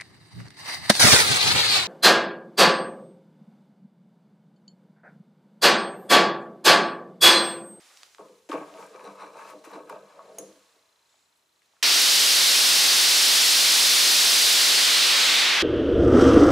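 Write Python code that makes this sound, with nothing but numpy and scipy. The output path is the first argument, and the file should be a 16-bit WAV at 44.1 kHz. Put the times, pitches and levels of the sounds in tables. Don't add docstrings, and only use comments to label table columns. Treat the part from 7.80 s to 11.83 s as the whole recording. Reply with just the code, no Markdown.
import sys
import numpy as np
from scipy import signal
from scipy.io import wavfile
from scipy.ndimage import uniform_filter1d

SR = 44100
rng = np.random.default_rng(int(sys.argv[2]) if len(sys.argv) > 2 else 0)


def generate_wav(signal):
    frames = np.transpose(np.atleast_2d(signal))
    scaled = np.clip(frames, -1, 1) * 32767
    pcm = np.round(scaled).astype(np.int16)
    wavfile.write(sys.argv[1], SR, pcm)


def invert_db(level):
    return 10 ** (np.asarray(level, dtype=float) / 20)


N = 177590


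def rms_one(x):
    return x / np.sqrt(np.mean(x ** 2) + 1e-20)


def in_time(rows):
    s, *columns = np.transpose(rows)
    return [np.interp(np.arange(N) / SR, s, c) for c in columns]


def at_hz(points, hz):
    points_hz, values = np.transpose(points)
    return np.interp(np.log(hz), np.log(points_hz), values)


def lean(left_right_db):
    return invert_db(left_right_db * np.array([[0.5], [-0.5]]))


def bandpass(x, order, low_hz, high_hz):
    return signal.sosfilt(signal.butter(order, [low_hz, high_hz], "band", fs=SR, output="sos"), x)


def drift(rate):
    r = np.exp(-80 * np.pi * rate / SR)
    noise = rng.standard_normal(N // 40 + 2002)
    slow = signal.lfilter([1], [1, -2 * r, r * r], noise)[2000:]
    return np.interp(np.arange(N) / 40, np.arange(len(slow)), rms_one(slow))


def resonate(x, modes):
    out = 0
    for k, (hz, width, level_db) in enumerate(modes):
        r = np.exp(-np.pi * width / SR)
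        b = invert_db(level_db) * (-1) ** k * (1 - r * r) / 2 * np.array([1, 0, -1])
        out = out + signal.lfilter(b, [1, -2 * r * np.cos(2 * np.pi * hz / SR), r * r], x)
    return out


def grains(per_s, spread_db):
    sizes = invert_db(spread_db * np.minimum(rng.exponential(1, N), 4)) * rng.choice([-1, 1], N)
    return rms_one(sizes * (rng.random(N) < per_s / SR))


def banded_noise(spectrum, likeness, patchy_db, tilt_db=0, grit=0):
    out, level = 0, 0
    together = drift(14)
    edges = 30 * 2 ** np.arange(0, 9.4, 0.5)
    white = rng.standard_normal((2, 2, N))
    white[:, 0] += grit
    for k, (low, high) in enumerate(zip(edges, edges[1:])):
        hz = np.sqrt(low * high)
        if hz < spectrum[0][0] / 2:
            continue
        mid, side = bandpass(white[k % 2], 2, low, high)
        alike = np.clip(at_hz(likeness, hz), 0, 1)
        band = np.sqrt(1 + alike) * mid + np.sqrt(1 - alike) * side * [[1], [-1]]
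        band = invert_db(at_hz(spectrum, hz)) * band
        level = level + np.mean(band ** 2)
        flicker_db = patchy_db * (together + drift(27))
        out = out + band * invert_db(tilt_db * np.log2(max(hz, 1500) / 5000) + flicker_db)
    return out / np.sqrt(level)


def swells(at_s, peak_db, rise_s, fall_s):
    since = np.arange(0, N + 44, 44) / SR - np.asarray(at_s)[:, None]
    rise = np.maximum(rise_s, 1e-3)[:, None]
    fall = np.maximum(fall_s, 1e-3)[:, None]
    pace = np.where(since < 0, -rise, fall)
    stroke_db = np.asarray(peak_db)[:, None] - 10 * (since / pace) ** 1.07
    power = np.sum(invert_db(2 * stroke_db), axis=0)
    return np.interp(np.arange(N) / 44, np.arange(len(power)), 10 * np.log10(power + 1e-12))


def load_levels():
    # start in seconds, load in dB, seconds to fade 10 dB,
    # long rail share in dB, cross bar share in dB.
    jolts = [
        (0.388, -46.5, 0.04, -8.5, -3.5),
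        (0.494, -52.5, 0.08, -17, -14.5),
        (0.693, -43, 0.0042, -5, 6),
        (0.737, -38, 0.0862, -2, 1),
        (2.104, -48.5, 0.08, -16, 4.5),
        (2.579, -45.5, 0.09, -6, -6),
        (2.641, -52, 0.09, -3.5, -17),
    ]
    # peak in seconds, then columns as for the jolts.
    slides = [(0.436, -50.5, 0.02, -8.5, -11), (.96, -50.5, 0.083, -12, 1), (1.02, -53, 0.066, -11.5, -4),
              (1.15, -53.5, 0.067, -10.5, -0.5), (1.272, -43, 0.059, -13, -5),
              (1.43, -52, 0.033, -6.5, 3.5), (1.48, -53.5, 0.049, -7, -4), (1.57, -51.5, 0.044, -8, 0),
              (1.64, -57, 0.12, -9.5, 3.5), (1.746, -49, 0.06, -6, -3), (1.875, -53.5, 0.02, -8, 1),
              (1.964, -45, 0.051, -2.5, -1), (2.06, -52, 0.14, -7, -13), (2.16, -51, 0.075, -18, 0.5),
              (2.38, -57.5, 0.055, -10.5, 5.5), (2.49, -53, 0.096, -20, 0), (2.55, -55.5, 0.044, -4.5, -21),
              (2.97, -77.5, 0.13, -6, 2)]
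    s, load_db, fall_s, rail_db, bar_db = np.transpose(jolts + slides)
    rise_s = np.where(np.arange(len(s)) < len(jolts), 0.00072, 1.21 * fall_s)
    deep = swells(s, load_db - 13, rise_s, 1.05 * fall_s)
    rail = swells(s, load_db + rail_db, rise_s, fall_s)
    main = swells(s, load_db, rise_s, fall_s)
    bar = swells(s, load_db + bar_db, rise_s, fall_s)
    return [deep, rail, main, bar]


def scrape_levels():
    # peak in seconds, level in dB, seconds to climb 10 dB,
    # seconds to fade 10 dB, sharpness in dB.
    scrapes = [(0.384, -53, -0.12, 0.08, -13), (.435, -64, 0, 0.14, -8), (.691, -43.5, -0.0178, 0.04, 9),
               (0.718, -36, -0.0223, 0.0883, 2), (.95, -53, 0.02, 0.09, -23), (1.01, -50, 0.05, 0.08, 7),
               (1.141, -47, 0.01, 0.0571, -5), (1.2, -50, 0, 0.066, 3.5), (1.265, -45, 0.03, 0.0752, -1),
               (1.416, -43, 0.0472, 0.0721, -1), (1.6, -44, 0.06, 0.0922, 1.5),
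               (1.702, -49, 0.06, 0.03, 8.5), (1.844, -47.5, 0.004, 0.04, 8),
               (1.907, -50.5, 0.03, 0.0433, 3.5), (1.944, -44, 0.0353, 0.0444, 0),
               (1.98, -50.5, 0.05, 0.06, -9), (2.097, -42, -0.0023, 0.02, 4),
               (2.126, -48.5, 0.05, 0.0679, 1.5), (2.321, -57.5, 0.1, 0.12, 3),
               (2.397, -53, 0, 0.0859, -19), (2.47, -62.5, 0.1, 0.15, 0.5), (2.583, -58, -0.1, 0.0766, -1),
               (2.67, -73, -2, 0.64, 10)]
    s, scrape_db, rise_s, fall_s, sharp_db = np.transpose(scrapes)
    upper_db = swells(s, scrape_db, rise_s, fall_s)
    slat_db = swells(s, scrape_db - 8 + 0.38 * sharp_db, rise_s, 0.99 * fall_s)
    blunt_db = -60.5 + 0.74 * (scrape_db + 43.5)
    hiss_db = swells(s, blunt_db + sharp_db, rise_s, fall_s)
    return upper_db, slat_db, hiss_db, hiss_db - swells(s, blunt_db, rise_s, fall_s)


def frame():
    # frequency in Hz, width in Hz, level in dB.
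    deep, long_rail = [(153.6, 9.7, -5), (196.4, 14.3, 3), (216.4, 41, -5)], [(293.5, 15.6, 1.5), (319.8, 12.2, 1), (365, 36, -6.5)]
    main, cross_bar = [(391.5, 51, -2), (420, 16.4, 0.5), (455, 30.7, 3.5), (518.3, 17, 3.5)], [(564, 21.4, -1), (617, 14.8, 1), (655, 12, 3), (763, 61, -8)]
    upper, top = [(845, 29, -4), (906, 20, 4.5), (974, 38, 0.5), (1016.5, 53, 0), (1112, 20.6, 4),
                  (1190, 29, -0.5), (1267, 34, 0.5), (1380, 39, -12.5)], [(1465, 41, 3.5), (1586, 55, 3.5), (1693, 36, 4), (2170, 670, -6),
                                 (2340, 44, 3.5), (2600, 180, -7.5)]
    # start in seconds, peak in dB, centre of the modes struck in Hz,
    # spread in octaves.
    knocks = [(0.384, -44, 1090, 0.32), (0.391, -33, 455, 0.38), (0.408, -39.5, 890, 0.13),
              (0.461, -34, 503, 0.087), (0.495, -41, 430, 0.44), (0.69, -31, 560, 0.2),
              (0.6949, -23.5, 300, 0.24), (0.7171, -23.5, 1190, 0.14), (0.7196, -22, 1150, 0.14),
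              (0.729, -25.5, 388, 0.43), (0.74, -20, 305, 0.29), (0.741, -23, 578, 0.21),
              (0.755, -23, 1080, 0.12), (0.768, -32, 1020, 0.18), (0.81, -30, 320, 0.56),
              (0.99, -37, 440, 0.12), (1.005, -37, 906, 0.091), (1.035, -38.5, 906, 0.081),
              (1.148, -37.5, 420, 0.17), (1.198, -42.5, 900, 0.58), (1.254, -34, 450, 0.4),
              (1.278, -38.5, 900, 0.33), (1.3, -40, 600, 0.47), (1.33, -39.5, 590, 0.4),
              (1.419, -33, 910, 0.28), (1.555, -39, 900, 0.44), (1.619, -47, 1110, 0.2),
              (1.7, -37.5, 1120, 0.28), (1.763, -50, 507, 0.26), (1.841, -44.5, 940, 0.16),
              (1.857, -46, 1320, 0.25), (1.904, -48, 1100, 0.28), (1.919, -41, 950, 0.25),
              (1.971, -36, 596, 0.3), (2.01, -43, 555, 0.28), (2.0952, -37, 1390, 0.25),
              (1.655, -47, 900, 0.26), (1.86, -41, 526, 0.32), (1.87, -36.5, 320, 0.17),
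              (1.927, -42, 496, 0.42), (1.956, -32, 322, 0.072), (1.958, -35.5, 1010, 0.2),
              (1.98, -37, 600, 0.25), (2.0, -38, 506, 0.31), (2.098, -26, 1040, 0.12),
              (2.108, -33, 420, 0.41), (2.124, -32, 646, 0.16), (2.126, -40, 920, 0.095),
              (2.3925, -33, 1080, 0.13), (2.581, -35, 646, 0.55), (2.629, -32.5, 504, 0.28),
              (2.96, -61, 450, 0.55), (3.341, -62, 820, 0.89), (3.935, -62, 870, 0.52),
              (3.966, -56.5, 1360, 0.37)]
    at_s, knock_db, knock_hz, octaves = np.transpose(knocks)
    knock_at = np.round(at_s * SR).astype(int)
    upper_db, slat_db, *_ = scrape_levels()
    families = zip([deep, long_rail, main, cross_bar, upper, top],
                   load_levels() + [upper_db, slat_db],
                   [-53, -39, -24, -18, -12, -12],
                   [0, 0.3, 0.5, 0.8, 1.2, 1.8])
    shared = 1.3 * grains(700, spread_db=4)
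    out = 0
    for modes, level_db, side_db, lean_db in families:
        slips = shared + 1.05 * grains(1500, spread_db=5)
        slips = slips / np.sqrt(uniform_filter1d(slips ** 2, size=2000))
        far_end = rng.standard_normal(N)
        drive = np.array([slips, far_end]) * invert_db(level_db) / resonate(slips, modes).std()
        dragged, struck = 0, 0
        for k, (hz, width, mode_db) in enumerate(modes):
            wander = invert_db(1.62 * drift(8.4))
            dragged = dragged + (-1) ** k * resonate(drive * wander, [(hz, width, mode_db)])
            blows = np.full(N, 1e-18)
            blows[knock_at] = invert_db(knock_db - 9 - 8.6 * (np.log2(hz / knock_hz) / octaves) ** 2)
            ring = resonate(blows, [(hz, 1.33 * width, mode_db)])
            struck = struck + ring * SR / (3 * np.pi * width)
        mid, side = dragged[0] + struck, invert_db(side_db) * dragged[1]
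        wood = bandpass(mid + side * [[1], [-1]], 2, modes[0][0] / 1.15, modes[-1][0] * 1.15)
        out = out + wood * lean(lean_db)
    return out


def load_rumble():
    mid, side = bandpass(rng.standard_normal((2, N)), 2, 0.6 * 120, 120)
    return invert_db(load_levels()[0] - 21.5) * (rms_one(mid) + 0.082 * rms_one(side) * [[1], [-1]])


def rubbing():
    # time in seconds, hiss in dB, brightness in dB per octave.
    hand = [(0, -57, 0), (.23, -57.5, 0.5), (.45, -65.5, 1.5), (.66, -70, 2), (.9, -60, -1),
            (1.4, -65.5, 1.5), (1.8, -64, 0.5), (2.05, -70, 4.5), (2.3, -67.5, -2.5), (2.55, -64.5, -1.5),
            (2.62, -61, 0.5), (2.9, -66.5, -0.5), (3.05, -72, -2), (3.2, -75, -2), (3.35, -72, -1),
            (3.65, -86, -3), (3.85, -73, -0.5), (4.03, -70, -1)]
    # frequency in Hz, level in dB per Hz.
    cloth = [(180, -38), (300, -7.5), (348, -7.5), (470, -4.5), (749, -1.5), (1390, -0.5), (1780, -1.5),
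             (3080, -2), (6620, -3), (12700, -14.5), (16000, -61)]
    # frequency in Hz, likeness from 0 to 1.
    rub_likeness = [(300, 1), (3000, 0.83), (7000, 0.83), (15000, 1)]
    # frequency in Hz, width in Hz, level in dB.
    weave = [(3950, 180, 4.5), (5830, 130, -1), (8500, 280, -6.5)]
    _, slat_db, scrape_db, sharp_db = scrape_levels()
    hand_db, hand_tilt_db = in_time(hand)
    share = 1 / (1 + invert_db(2 * (hand_db - scrape_db)))
    hiss_db = hand_db - 10 * np.log10(1 - share + 1e-9)
    tilt_db = share * 0.34 * sharp_db + (1 - share) * hand_tilt_db
    pan_db = share * 5 - (1 - share)
    fibres = grains(500, spread_db=5.5)
    pressed, = in_time([(2.6, 1), (2.8, 0.3)])
    hiss = banded_noise(cloth, rub_likeness, patchy_db=0.66 * pressed, tilt_db=tilt_db,
                        grit=0.15 * pressed * fibres)
    flat, = in_time([(1.1, 0), (1.18, 1), (1.98, 1), (2.04, 0)])
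    rings = rms_one(resonate(grains(1200, spread_db=3.5), weave))
    rings = rings * flat * invert_db(slat_db - 10 + 3.96 * drift(24))
    return (hiss * invert_db(hiss_db + 0.5) + rings) * lean(pan_db)


def snaps():
    # start in seconds, peak in dB, centre in Hz, left-right in dB,
    # dull part in relative dB.
    snags = [(0.173, -35, 3950, -2, -11), (0.2326, -28, 4700, -2.0, 1), (0.3478, -36.5, 4100, -4, 0.5),
             (0.383, -44.5, 2600, 3, -4), (0.485, -52.5, 2900, 5, -15), (0.6900, -37, 6500, 7, 8),
             (0.693, -44, 8000, 0, -3), (0.697, -37, 3070, 3, -8), (0.7153, -33, 3000, 11, -3),
             (0.719, -30, 2400, 1, -13), (0.7286, -34.5, 5000, -4, -8), (0.738, -36, 2920, 1.5, -5),
             (0.94, -40.5, 3220, -1, -3), (1.027, -45, 2340, 2.5, -3), (1.1947, -39.5, 2600, 2, 1.5),
             (1.244, -40.5, 2400, 3, 0), (1.2422, -42, 9500, 0.5, -17), (1.419, -45, 2600, 3, -8),
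             (1.694, -44, 2300, 8, -2), (1.8405, -45, 4000, 4, -6), (1.85, -39, 10900, 3, -14),
             (1.915, -48, 2380, 4, -2), (2.0948, -41, 10500, 2, -6), (2.0977, -33.5, 11000, 6, 11),
             (2.585, -28, 7500, 3, -22), (3.82, -53.5, 2150, 4, -7)]
    more_snags = [(0.817, -52, 7900, 0.5, -25), (1.064, -44, 7240, 1, -29), (3.5544, -62, 9300, 4, -25),
                  (3.5744, -58, 9350, 2, -28), (3.859, -57, 7700, -0.5, -30), (1.014, -47, 7960, 1.5, -20),
                  (1.043, -45.5, 8900, 3, -21), (1.071, -52, 8500, 1.5, -11), (1.161, -45.5, 5700, 7, -8),
                  (1.3544, -56, 9500, 0.6, -10), (1.57, -47, 7400, 6, -15), (1.915, -50, 12000, -1, -20),
                  (3.82, -62, 7500, 2, -14), (3.566, -63, 9800, 2, -25), (3.845, -63, 6500, 0, -15),
                  (0.975, -43, 2440, 2, -8), (1.4009, -45, 2230, 5, -6), (1.6034, -47, 2400, 6, -6),
                  (1.954, -46, 2600, 3, -6), (2.035, -55, 3300, 4, -4), (2.108, -47, 2680, 2.5, -2),
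                  (1.655, -49, 4000, 3, -8), (1.857, -49, 12000, 2, -20), (1.705, -50, 12500, 2, -20)]
    out, t = np.zeros((2, N + 4000)), np.arange(4000) / SR
    soft = signal.butter(4, 15300, fs=SR, output="sos")
    for k, (s, peak_db, hz, pan_db, dull_db) in enumerate(snags + more_snags):
        t60, width = 0.0098, 0.55
        if k >= len(snags) and hz > 5000:
            t60, width = 0.025, 0.26
        burst = rng.standard_normal(4000) * invert_db(-60 * t / t60)
        burst[0] = 9
        overtone = (min(1.77 * hz, 12000), 0.76 * hz, -13.5)
        burst = resonate(burst, [(1550, 1000, dull_db), (hz, width * hz, 0), overtone])
        burst = signal.sosfilt(soft, burst)
        start = round(s * SR)
        out[:, start:start + 4000] += burst / abs(burst).max() * invert_db(peak_db) * lean(pan_db)
    return out[:, :N]


def scissors():
    closed_hz = [5900, 6450, 6826, 7150, 7500, 9150, 9378, 9785, 10470, 10080, 13590, 3050, 4000, 2100]
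    # level in dB, T60 in seconds.
    closed = [(-12, 0.027), (-5, 0.06), (-8, 0.035), (-17, 0.03), (-17, 0.022), (-5, 0.011), (-10, 0.022),
              (-8, 0.025), (-11, 0.024), (-12, 0.022), (-12, 0.045), (-24, 0.03), (-21, 0.05), (-16, 0.022)]
    # frequency in Hz, level in dB, T60 in seconds.
    free_blade = [(5700, -30, .3), (6735, -23, .12), (7020, -25.5, 0.28), (7838, -33, 0.22),
                  (8150, -28, 0.23), (9372, -33, .15), (9660, -27, 0.22), (10310, -29, .25),
                  (10700, -31, .15), (11300, -18, .02), (12100, -20, 0.012), (13590, -33, .15),
                  (14050, -32, .15)]
    # frequency in Hz, width in Hz, level in dB.
    pivot = [(3600, 150, -1), (4450, 150, -2), (5300, 150, -3), (6900, 140, 2), (7800, 180, 1)]
    clusters = [(4700, 900, -9), (5800, 450, -1), (6570, 350, 1), (6750, 400, -2), (7200, 270, 1),
                (8000, 300, -3), (9300, 450, 0), (9600, 430, 2.5), (10130, 590, 2), (10800, 500, 0),
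                (11200, 600, -7), (13500, 220, -6), (14050, 450, -8)]
    # peak in seconds, level in dB, seconds to climb 10 dB, seconds to fade 10 dB.
    slidings = [
        (2.57, -72, 0.07, -0.3),
        (2.589, -49, -0.0258, -0.01),
        (2.615, -59, 0.01, 0.024),
    ]
    squeaks = [
        (3.29, -74, .04, 0.27),
        (3.42, -74.5, 0.11, .05),
        (3.47, -80, .04, .03),
        (3.66, -85, 0.08, 0.08),
        (3.83, -78, .04, .05),
    ]
    clink_s, clink_db, chatter_t60_s = 2.5853, -32.5, 0.024
    out, since = np.zeros(N), np.arange(N) / SR - clink_s
    chatter = (since >= 0) * invert_db(clink_db - 60 * np.abs(since) / chatter_t60_s)
    modes = [(hz, *rest) for hz, rest in zip(closed_hz, closed)] + free_blade
    for hz, level_db, t60 in modes:
        r, w = invert_db(-60 / (t60 * SR)), 2 * np.pi * hz / SR
        contacts = chatter * rng.standard_normal(N) * invert_db(level_db - 22.5) + 1e-18
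        contacts[round(clink_s * SR)] = invert_db(clink_db + level_db + 2.5) * rng.choice([-1, 1])
        out += signal.lfilter([0, np.sin(w)], [1, -2 * r * np.cos(w), r * r], contacts)
    out += bandpass(chatter * rng.standard_normal(N) * invert_db(-8), 2, 10000, 13500)
    squeak = rms_one(resonate(grains(2500, spread_db=1) * invert_db(1.7 * drift(27)), pivot))
    shimmer = resonate(resonate(rng.standard_normal(SR), clusters), clusters)
    shimmer = np.tile(rms_one(shimmer), 5)[:N]
    out += invert_db(swells(*np.transpose(squeaks))) * squeak
    out += invert_db(swells(*np.transpose(slidings))) * shimmer
    return out * lean(1.2)


def workshop(x, t60, cut_hz):
    t = np.arange(int(0.6 * SR)) / SR
    tail = rng.standard_normal((2, len(t))) * invert_db(-60 * t / t60) * np.minimum(t / 0.0027, 1)
    tail = bandpass(tail, 1, cut_hz, 12000)
    tail = tail / np.sqrt(np.sum(tail ** 2) / 2)
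    return signal.fftconvolve(x.mean(0)[None], tail)[:, :N]


def camera_tick():
    # time in seconds, level in dB.
    tick_level = [(.5, -66.5), (2.2, -62), (2.8, -64), (3.3, -65), (3.75, -67), (4.0, -70)]
    t = np.arange(N) / SR
    first_s, frames_per_s = 0.0238, 29.97
    phase = ((t - first_s) * frames_per_s + 0.5) % 1 - 0.5
    gate = np.exp(-0.5 * (phase / 0.068) ** 2) * invert_db(0.5 * drift(12))
    whine = np.sin(2 * np.pi * 4075 * t + 0.8 * drift(15))
    buzz = rms_one(resonate(rng.standard_normal(N), [(3600, 230, 16), (4340, 300, -23)]))
    tick_db, = in_time(tick_level)
    return gate * invert_db(tick_db) * (whine + invert_db(-10) * buzz)


def machinery_hum():
    # frequency in Hz, width in Hz, level in dB.
    hum = [(79, 15, 7), (946, 15, 16)]
    return invert_db(-88) * rms_one(resonate(rng.standard_normal(N), hum))


def room_air():
    # frequency in Hz, level in dB.
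    air = [(18, -45), (30, -19), (79, -5.5), (189, -7), (415, -2.5), (801, -2.5), (913, 2.5), (1460, -5.5),
           (3310, -5.5), (4080, -2), (4530, -9.5), (6900, -8), (13700, -18), (16000, -24)]
    # frequency in Hz, likeness from 0 to 1.
    air_likeness = [(60, 0.9), (150, 1), (380, 0.75), (950, 0.14), (2380, 0.29), (5980, 0.88),
                    (15000, 0.79)]
    return invert_db(-70.5) * banded_noise(air, air_likeness, patchy_db=0.25)


def scene():
    wood, steel = frame(), snaps() + scissors()
    wet = invert_db(-10) * workshop(wood, t60=0.56, cut_hz=3500)
    wet = wet + invert_db(-10.5) * workshop(steel, t60=0.39, cut_hz=900)
    near = wood + load_rumble() + rubbing() + steel
    return near + wet + camera_tick() + machinery_hum() + room_air()


def roll_off(x):
    return signal.sosfilt(signal.butter(12, 16440, fs=SR, output="sos"), x)


def record(dry):
    mix = signal.sosfilt(signal.butter(1, 50, "high", fs=SR, output="sos"), dry)
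    mix = signal.sosfilt(signal.cheby2(10, 40, 16150, fs=SR, output="sos"), mix)
    return roll_off(mix)


dry = scene()
out = record(dry)
generate_wav(out)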